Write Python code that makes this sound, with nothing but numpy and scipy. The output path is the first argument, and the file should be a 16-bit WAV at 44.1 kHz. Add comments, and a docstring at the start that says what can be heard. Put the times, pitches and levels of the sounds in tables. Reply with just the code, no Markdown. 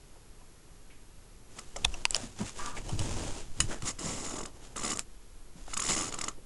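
"""A steady hiss and a thin electronic whine come first, over the low sway of a hand holding a little camera.
Then the hand shifts its hold: it bumps and brushes the plastic case, and its skin slips and scuffs in judders.
The case snaps in sharp clicks, squeaks briefly under the skin and gives one hard knock.
Hiss, rumble and brushes are coloured noise, the whine is steady tones, slips are rising tones that end in a
tick, and snaps, bumps and the knock are short tones or noise bursts that die away."""
import sys
import numpy as np
from scipy import signal
from scipy.fft import rfft, irfft
from scipy.io import wavfile
from scipy.ndimage import uniform_filter1d

SR = 44100
rng = np.random.default_rng(int(sys.argv[2]) if len(sys.argv) > 2 else 0)


def waveform_to_disk(signal):
    """Save audio, clipped to [-1, 1], as 16-bit WAV at the path in sys.argv[1]."""
    frames = np.transpose(np.atleast_2d(signal))
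    scaled = np.clip(frames, -1, 1) * 32767
    samples = np.round(scaled).astype(np.int16)
    wavfile.write(sys.argv[1], SR, samples)


N = 284445
TIME = np.arange(N) / SR


def from_db(db):
    """Turn decibels into a gain."""
    return 10 ** (np.asarray(db) / 20)


def rms_one(x):
    """Scale to unit power."""
    return x / np.sqrt(np.mean(x ** 2) + 1e-20)


def add(out, s, sound):
    """Mix a sound in, starting at s seconds."""
    at = int(np.clip(round(s * SR), 0, N))
    out[at:at + len(sound)] += sound[:N - at]


def level(rows, order, fade_s=0.0115):
    """Gain that follows one dB column of a curve and fades beyond its ends."""
    rows = np.array(rows)
    outside = np.maximum(np.maximum(rows[0, 0] - TIME, TIME - rows[-1, 0]), 0)
    gain = from_db(np.interp(TIME, rows[:, 0], rows[:, order]))
    return gain * np.maximum(1 - outside / fade_s, 0)


def colour(x, points, size=16384):
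    """Filter with the given spectrum that never sounds ahead of its input (minimum phase)."""
    hz, db = np.transpose(points)
    bins = np.maximum(np.fft.rfftfreq(size, 1 / SR), 1)
    gain = from_db(np.interp(np.log(bins), np.log(hz), db))
    # folding the cepstrum forward in time gives the minimum phase
    cepstrum = irfft(np.log(gain))
    cepstrum[1:size // 2] *= 2
    cepstrum[size // 2 + 1:] = 0
    response = irfft(np.exp(rfft(cepstrum)))
    return signal.oaconvolve(x, response)[:len(x)]


def noise(points):
    """Coloured noise of unit power."""
    return rms_one(colour(rng.standard_normal(N), points))


def resonate(x, modes):
    """Resonances side by side, each ringing at its own pitch with its own gain."""
    out = 0
    for hz, width, db in modes:
        r = np.exp(-np.pi * width / SR)   # a wider resonance dies away sooner
        zeros = np.array([1, 0, -1]) * (1 - r * r) / 2
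        poles = [1, -2 * r * np.cos(2 * np.pi * hz / SR), r * r]
        out = out + from_db(db) * signal.lfilter(zeros, poles, x + 1e-18)
    return out


def with_tail(x, t60, tail_db):
    """Near surfaces add a short diffuse tail, which falls 60 dB in t60 seconds."""
    t = np.arange(SR // 4) / SR
    tail = rng.standard_normal(len(t)) * from_db(-60 * t / t60)
    return x + from_db(tail_db) * signal.oaconvolve(x, tail / np.linalg.norm(tail))[:N]


# The tone of the steady hiss. Each row: frequency in Hz, relative strength in dB.
HISS_COLOUR = [(10, -15), (30, -0.5), (70, -16), (150, -19), (280, -23), (420, -21), (600, -28.5),
               (1200, -30.5), (2000, -34), (4000, -36), (7000, -34.5), (10200, -37.5), (11600, -52),
               (12300, -67.5), (14000, -84)]
HISS_DB = -54.5
# The thin whine of the electronics. Each row: frequency in Hz, level in dB rms.
WHINE_TONES = [(10714, -74.5), (10796, -75.5), (11254, -81), (11336, -80)]
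# The tone of the slow hand sway. Each row: frequency in Hz, relative strength in dB.
SWAY_COLOUR = [(3, -8), (9, -3.5), (20, -13), (40, -20), (70, -32), (200, -82.5)]
# How strongly the hand sways. Each row: time in seconds, level in dB before sway_db is added.
SWAY_CURVE = [(0.0, -58), (1.63, -53.5), (1.89, -37.5), (2.51, -55), (2.66, -40), (2.75, -44),
              (3.02, -34.5), (3.57, -46), (3.66, -32), (3.77, -45.5), (5.53, -51.5), (5.64, -42),
              (5.86, -45.5), (6.45, -47)]
# The tone of the grip's rumble. Each row: frequency in Hz, relative strength in dB.
RUMBLE_COLOUR = [(30, -5.5), (55, -3), (85, -2.5), (108, 2), (135, -7.5), (170, -7), (225, -14.5),
                 (320, -12.5), (500, -49.5)]
# How strongly the grip rumbles. Each row: time in seconds, level in dB before rumble_db is added.
RUMBLE_CURVE = [(0.0, -64), (1.72, -61.5), (1.83, -48), (2.08, -60), (2.26, -45.5), (2.33, -61.5),
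                (2.43, -40.5), (2.51, -57), (2.89, -43.5), (2.95, -37), (3.56, -53), (3.61, -32.5),
                (3.79, -63.5), (3.83, -39), (3.97, -61), (4.08, -46), (4.63, -62), (4.89, -49), (5.21, -70),
                (5.86, -58), (5.89, -44.5), (6.45, -62)]


def background(sway_db=3.5, rumble_db=-1):
    """Sway and rumble of the hand, steady hiss, and thin whine tones of the electronics."""
    sway = from_db(sway_db) * noise(SWAY_COLOUR) * level(SWAY_CURVE, order=1)
    rumble = from_db(rumble_db) * noise(RUMBLE_COLOUR) * level(RUMBLE_CURVE, order=1)
    whine = np.zeros(N)
    for hz, db in WHINE_TONES:
        turns = hz * TIME + rng.random()
        whine += from_db(db) * np.sqrt(2) * np.sin(2 * np.pi * turns)   # root 2 turns rms into peak
    return sway + rumble + from_db(HISS_DB) * noise(HISS_COLOUR) + whine


# Bumps and brief rubs of the hand.
# Each row: start in seconds, level in dB, centre frequency in Hz, decay time in seconds.
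HAND_THUDS = [(.158, -51.5, 704, 0.0097), (.409, -57, 820, .016), (.9, -57.5, 2160, 0.042),
              (1.760, -34, 605, 0.01), (1.845, -27, 42, 0.031), (1.848, -24.5, 705, 0.0062),
              (1.941, -42.5, 665, 0.0177), (2.052, -41, 1010, .008), (2.146, -40.5, 590, 0.044),
              (2.231, -40, 205, 0.0245), (2.402, -29.5, 188, 0.0233), (2.404, -38.5, 740, 0.025),
              (2.766, -37, 2170, .013), (2.892, -35.5, 703, 0.0113), (2.924, -30, 94.1, .046),
              (2.992, -26, 80, .028), (3.06, -36.5, 81, 0.15), (3.602, -30, 81.6, 0.0344),
              (3.703, -40.5, 1380, 0.033), (3.825, -35.5, 130.5, 0.014), (4.031, -37, 149, 0.073),
              (5.553, -43.5, 173.9, .022), (5.678, -31.5, 619, 0.0037), (5.888, -39, 151, 0.04485),
              (6.377, -42, 296, 0.0118)]


def thuds(relative_width=0.7, rise_s=.003):
    """Soft bumps and brief rubs of the hand shake the case in a broad band."""
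    out, t = np.zeros(N), np.arange(SR // 3) / SR
    for s, db, hz, decay_s in HAND_THUDS:
        band = [(hz, relative_width * hz, 0)]
        shake = rms_one(resonate(resonate(rng.standard_normal(len(t)), band), band))
        add(out, s, from_db(db) * shake * (1 - np.exp(-t / rise_s)) * np.exp(-t / decay_s))
    return out


# The pressure builds, begins to ease this long before the end, and dies away.
BRUSH_ATTACK_S, BRUSH_RELEASE_S, BRUSH_TAIL_S = .04, 0.014, 0.024


def brush_level(start, length):
    """Pressure of one light brush: it builds evenly, holds, then dies away."""
    pressed = np.clip((TIME - start) / BRUSH_ATTACK_S, 0, 1)
    release = start + length - BRUSH_RELEASE_S
    return pressed * np.exp(-np.maximum(TIME - release, 0) / BRUSH_TAIL_S)


# Light brushes of the skin. Each row: start in seconds, length in seconds, hiss level in dB
# and murmur level in dB, both before brush_db is added.
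LIGHT_BRUSHES = [(1.483, 2.6, -59.5, -63), (1.549, 0.053, -56, -58), (1.743, 0.29, -59.5, -58.5),
                 (2.094, 0.1665, -48, -55), (2.36, 0.084, -47, -50.5), (2.444, 0.048, -42.5, -63),
                 (2.545, .16, -46.5, -51), (2.741, 0.0507, -46, -42.5), (2.83, 0.138, -51.5, -49.5),
                 (2.972, 0.3043, -44.5, -43.5), (3.252, .17, -48.5, -48.5), (3.55, 0.12, -54.5, -54),
                 (3.676, 0.072, -44, -40), (3.808, 0.086, -51, -48), (4.43, 0.061, -55, -48.5),
                 (4.515, 0.24, -63, -58), (4.6, 0.068, -57.5, -74), (5.54, 0.15, -59, -63),
                 (5.669, 0.081, -49, -59), (5.755, .11, -45, -51), (6.07, .24, -49.5, -48)]
# The tone of the brushing hiss. Each row: frequency in Hz, relative strength in dB.
BRUSH_COLOUR = [(700, -10), (1200, 0), (2000, -3), (2900, -0.5), (4300, -3.5), (5000, -1), (5600, -2),
                (7000, 2), (9000, -5), (10000, -5), (11000, -20), (12300, -43.5)]
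# The dull murmur of the case, also heard in scuffs. Each row: frequency in Hz, relative strength in dB.
BODY_COLOUR = [(120, -13.5), (220, 2.5), (330, 3), (500, -1.5), (800, -3), (1000, -5.5), (1800, -38.5)]
# A short squeak of skin on plastic. Each row: time in seconds, level in dB.
SQUEAK_CURVE = [(2.57, -72), (2.598, -39), (2.624, -40), (2.634, -45.5), (2.684, -43), (2.77, -54.5)]
# What the squeak rings with. Each row: frequency in Hz, width in Hz, gain in dB.
SQUEAK_RINGS = [(987, 29.5, -6.5), (1178, 26, 0), (1250, 82, -17), (1397, 27, -10), (1610, 90, -19)]


def brushes(brush_db=-1, grain_db=2.0):
    """A light touch slides without sticking: a grainy hiss and a dull murmur of the case, plus a squeak."""
    flicker = rms_one(uniform_filter1d(rng.standard_normal(N), size=150))
    grain = rms_one(from_db(grain_db * flicker))
    hiss, body = np.zeros((2, N))
    for start, length, hiss_db, body_db in LIGHT_BRUSHES:
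        pressure = brush_level(start, length)
        hiss += from_db(hiss_db) * pressure
        body += from_db(body_db) * pressure
    squeak = rms_one(resonate(rng.standard_normal(N), SQUEAK_RINGS)) * level(SQUEAK_CURVE, order=1)
    return from_db(brush_db) * grain * (hiss * noise(BRUSH_COLOUR) + body * noise(BODY_COLOUR)) + squeak


# A longer slide ends in a harder catch.
CATCH_DB, CATCH_DB_PER_S = -8.5, 1650.5


def slip(slide_s, start_hz=1100, end_hz=7500, zip_db=-1.0, grit_db=-4.5, rough=0.26,
         shove_db=-12, shove_hz=210, catch_s=.0009):
    """Skin lets go and speeds up, so its ridges pass at a rising pitch; then it catches with a tick."""
    t = np.arange(SR // 25) / SR
    slide_s = max(slide_s, .002)
    way = t / slide_s   # 0 at the release, 1 at the catch
    sliding = np.minimum(way, 1)
    catch_db = CATCH_DB + CATCH_DB_PER_S * slide_s
    jitter, grit, tick = rng.standard_normal((3, len(t)))
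    pitch = start_hz + (end_hz - start_hz) * sliding ** 1.6
    pitch = pitch * (1 + rough * rms_one(uniform_filter1d(jitter, size=12)))
    swell = np.sqrt(np.maximum(np.sin(np.pi * sliding), 0))
    zipping = np.sin(2 * np.pi * np.cumsum(pitch) / SR) * swell
    grit = grit * np.exp(-((way - .6) / .45) ** 2)   # strongest past the middle of the slide
    tick = np.diff(tick, prepend=0) * np.exp(-np.abs(t - slide_s) / catch_s)
    shove = np.sin(2 * np.pi * shove_hz * t) * np.exp(-way)   # the release jolts the whole case
    skin = from_db(zip_db) * zipping + from_db(grit_db) * grit
    return skin + from_db(catch_db) * tick + from_db(shove_db) * shove


# Level gained from the ends to the hardest moment; time for the skin to bite; time to die away.
SCUFF_SWELL_DB, SCUFF_ATTACK_S, SCUFF_FADE_S = 7, 0.0064, 0.009


def scuff_level(start, hardest, end):
    """The skin bites, pressure builds to the hardest moment, eases and lets go."""
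    swell = from_db(np.interp(TIME, [start, hardest, end], [-SCUFF_SWELL_DB, 0, -SCUFF_SWELL_DB]))
    bite = np.clip((TIME - start) / SCUFF_ATTACK_S + 1, 0, 1)   # complete at the start time
    return swell * bite * np.exp(-np.maximum(TIME - end, 0) / SCUFF_FADE_S)


# Every single slip also sounds the hollow of the case, at a level relative to the slip's row.
SLIP_HOLLOW_DB, SLIP_HOLLOW_DECAY_S = -13, .016
# Within runs, faster rubbing shortens each slide and adds smooth hiss: slide time and hiss at the usual rate.
USUAL_SLIPS_PER_S, JUDDER_SLIDE_S, SLIDE_SHORTENS, SLIDING_DB = 99.1, .007, 0.327, -8
# Single slips of the skin, some apart, some close together or at the edge of a run.
# Each row: start in seconds, level in dB before the trims in scuffs(), slide time in seconds.
SINGLE_SLIPS = [(1.585, -33, 0.0089), (1.76, -31, .007), (3.821, -30, 0.0037), (3.985, -39, 0.0097),
                (4.242, -35.5, 0.009), (4.283, -44, 0.013), (4.453, -36, .008), (4.759, -35.5, 0.0087),
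                (5.733, -28.5, 0.0094), (5.767, -24.5, 0.0095), (5.793, -26.5, 0.0096), (5.816, -28, .0085),
                (5.886, -28, .0055), (6.123, -29, 0.00443), (6.139, -29, 0.0057), (6.186, -29.5, .005),
                (6.211, -26, 0.0053), (6.238, -27, 0.0061), (6.281, -25.5, 0.00569)]
# Runs of slips. Each row: start, hardest moment and end in seconds, then friction, body and hollow ring
# levels in dB before the trims in scuffs(), then slips per second at the ends and when hardest.
SLIP_RUNS = [(3.853, 3.881, 3.912, -33, -46.5, -50, 184, 179),
             (3.99, 4.071, 4.25, -37, -40.5, -53, 134, 146.4),
             (4.235, 4.254, 4.4, -37.5, -43.5, -52, 73, 91),
             (4.31, 4.418, 4.455, -38, -40, -42.5, 42.5, 42.5),
             (4.76, 4.771, 4.815, -33, -42.5, -37.5, 64, 63), (4.817, 4.845, 4.94, -30, -38, -41, 69.5, 70),
             (4.896, 4.914, 4.937, -29, -45.5, -43, 60, 64),
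             (4.951, 4.964, 5.01, -36, -41, -42.5, 30, 32.1), (5.832, 5.848, 5.98, -29.5, -44, -52, 66, 75),
             (5.885, 5.893, 5.95, -25, -40, -55, 95, 100), (5.962, 5.965, 6.09, -31, -39, -40, 76, 100)]
# Resonances of the plastic case. Each row: frequency in Hz, width in Hz, gain in dB.
CASE_RINGS = [(1159, 78, 9.5), (1305, 48, 6), (2040, 200, 2), (2946, 70, 2), (3690, 52, 3.5),
              (5070, 71, 8.5), (5570, 52, 6.5), (6210, 51, 7.5), (6688, 69, 12), (7010, 39, 11),
              (7190, 330, 5), (7900, 30, 7.5), (8270, 85, -2.5), (9775, 220, 0)]
# Resonances of the hollow of the case. Each row: frequency in Hz, width in Hz, relative gain in dB.
HOLLOW_RINGS = [(1132, 41, -8), (1184.8, 37, 3), (1285, 41, -5)]


def scuffs(slip_db=-5, judder_db=-3.5, body_db=3, hollow_db=1.5, throb_s=.016, uneven_db=1.5, timing=.03):
    """Some slips are placed one by one; runs of slips form a ribbed rasp. 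The case colours both."""
    friction, body, hollow = np.zeros((3, N))
    for s, db, slide_s in SINGLE_SLIPS:
        add(friction, s, from_db(db + slip_db) * slip(slide_s))
        add(hollow, s, from_db(db + SLIP_HOLLOW_DB) * np.exp(-TIME[:SR // 10] / SLIP_HOLLOW_DECAY_S))
    for start, hardest, end, db, murmur_db, ring_db, slow_per_s, fast_per_s in SLIP_RUNS:
        # smooth sliding hiss, with the judder of the slips laid over it
        rasp = from_db(SLIDING_DB) * fast_per_s / USUAL_SLIPS_PER_S * rng.standard_normal(N)
        throb, s = np.zeros(N), start
        while s < end:
            per_s = np.interp(s, [start, hardest, end], [slow_per_s, fast_per_s, slow_per_s])
            per_s = np.clip(per_s, 20, 400)
            slide_s = JUDDER_SLIDE_S * (USUAL_SLIPS_PER_S / per_s) ** SLIDE_SHORTENS
            wait_s = np.exp(timing * rng.normal()) / per_s
            add(rasp, s, from_db(judder_db + uneven_db * rng.normal()) * slip(slide_s))
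            add(throb, s, np.exp(-TIME[:int(wait_s * SR)] / throb_s))   # each slip shakes the case anew
            s += wait_s
        pressure = scuff_level(start, hardest, end)
        friction += from_db(db) * pressure * rasp
        body += from_db(murmur_db) * pressure * throb
        hollow += from_db(ring_db) * pressure * throb
    ringing = with_tail(friction + resonate(friction, CASE_RINGS), t60=.035, tail_db=-14)
    hollow *= from_db(hollow_db) * rms_one(resonate(rng.standard_normal(N), HOLLOW_RINGS))
    return ringing + hollow + from_db(body_db) * body * noise(BODY_COLOUR)


SECOND_RING_DB = -6
# The higher a snap rings, the less it moves the shell.
SHELL_DB, SHELL_DB_PER_OCTAVE = 7, -12
# Snaps of the case. Each row: time of the snap in seconds, level in dB, rise time in seconds, decay time
# in seconds, ring in Hz, second ring in Hz, crack level in dB relative to the row's level.
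CASE_CLICKS = [(1.851, -10.5, 0.00372, 0.00058, 3560, 2700, -6.5),
               (1.9415, -29, 0.00072, 0.00277, 2750, 5940, -10),
               (2.0537, -7.5, 0.000153, 0.00094, 2770, 4830, -6),
               (2.1076, -15.5, 0.00016, 0.00069, 7700, 10100, -7.5),
               (2.1468, -12.5, 0.000604, 0.00067, 5000, 2900, -3),
               (2.156, -33, 0.0012, 0.0059, 2980, 7800, 2.5),
               (2.1645, -19.5, 0.00033, 0.00119, 6800, 3510, 1),
               (2.6608, -21.5, 0.00016, 0.00043, 7050, 6330, 0),
               (2.892, -38, 0.00049, 0.0058, 3080, 5420, 1.5), (2.9926, -31, 0.0005, 0.0038, 2920, 5000, 4),
               (4.9733, -29, 0.0005, 0.00082, 7660, 1730, 5),
               (4.9934, -26.5, .0001, 0.00068, 8100, 4800, 14),
               (4.999, -43.5, 0.0026, .014, 7220, 1296, 4.5)]


def clicks(shell_hz=950, shell_decay_s=0.0033, blur=0.15):
    """A seam of the case creeps and snaps: two short rings, a crack, and the lower note of the shell."""
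    out, t = np.zeros(N), np.arange(-SR // 50, SR // 25) / SR   # the snap is at t = 0
    after = np.maximum(t, 0)
    shell = np.sin(2 * np.pi * shell_hz * after) * np.exp(-after / shell_decay_s)
    for s, db, rise_s, decay_s, hz, second_hz, crack_db in CASE_CLICKS:
        strain = np.exp(-(np.minimum(t, 0) / rise_s) ** 2 - after / decay_s)
        wander = np.cumsum(rng.standard_normal((2, len(t))), axis=1) * blur   # rubbing edges blur the pitch
        first = np.sin(2 * np.pi * hz * t + wander[0])
        second = from_db(SECOND_RING_DB) * np.sin(2 * np.pi * second_hz * t + wander[1])
        crack = from_db(crack_db) * rng.standard_normal(len(t))
        shell_db = SHELL_DB + SHELL_DB_PER_OCTAVE * np.log2(hz / shell_hz)
        add(out, s + t[0], from_db(db) * (strain * (first + second + crack) + from_db(shell_db) * shell))
    return with_tail(out, t60=0.042, tail_db=-18.5)


KNOCK_S, KNOCK_DB, KNOCK_DECAY_S = 3.6032, -13, 0.0031
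# What the one sharp knock rings with. Each row: frequency in Hz, width in Hz, gain in dB.
KNOCK_RINGS = [(1870, 230, 4), (2900, 285, 7.5), (4010, 160, 8), (6960, 540, 6), (7600, 200, -8),
               (9300, 400, -3)]


def knock():
    """A loose part snaps home and rattles for a few milliseconds: a noise burst that rings."""
    out, t = np.zeros(N), np.arange(SR // 10) / SR
    add(out, KNOCK_S, from_db(KNOCK_DB) * rng.standard_normal(len(t)) * np.exp(-t / KNOCK_DECAY_S))
    return with_tail(out + resonate(out, KNOCK_RINGS), t60=.11, tail_db=-8.5)


# How the small microphone inside the case colours slips, scuffs, clicks and the knock.
# Each row: frequency in Hz, gain in dB.
MICROPHONE_COLOUR = [(100, 1), (700, -3), (1500, -2.5), (4000, -1.5), (8000, 2), (10000, -2.5),
                     (10800, -9.5), (11300, -17.5), (12500, -28.5)]


def scene():
    contacts = colour(scuffs() + clicks() + knock(), MICROPHONE_COLOUR)
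    return (background() + thuds() + brushes() + contacts)[None, :]


CUTOFF_HZ = 12888   # from here up, everything is at least 50 dB down


def record(dry):
    """The top is cut steeply."""
    low_pass = signal.cheby2(18, 50, CUTOFF_HZ, fs=SR, output="sos")
    return signal.sosfilt(low_pass, dry)


dry = scene()
out = record(dry)
waveform_to_disk(out)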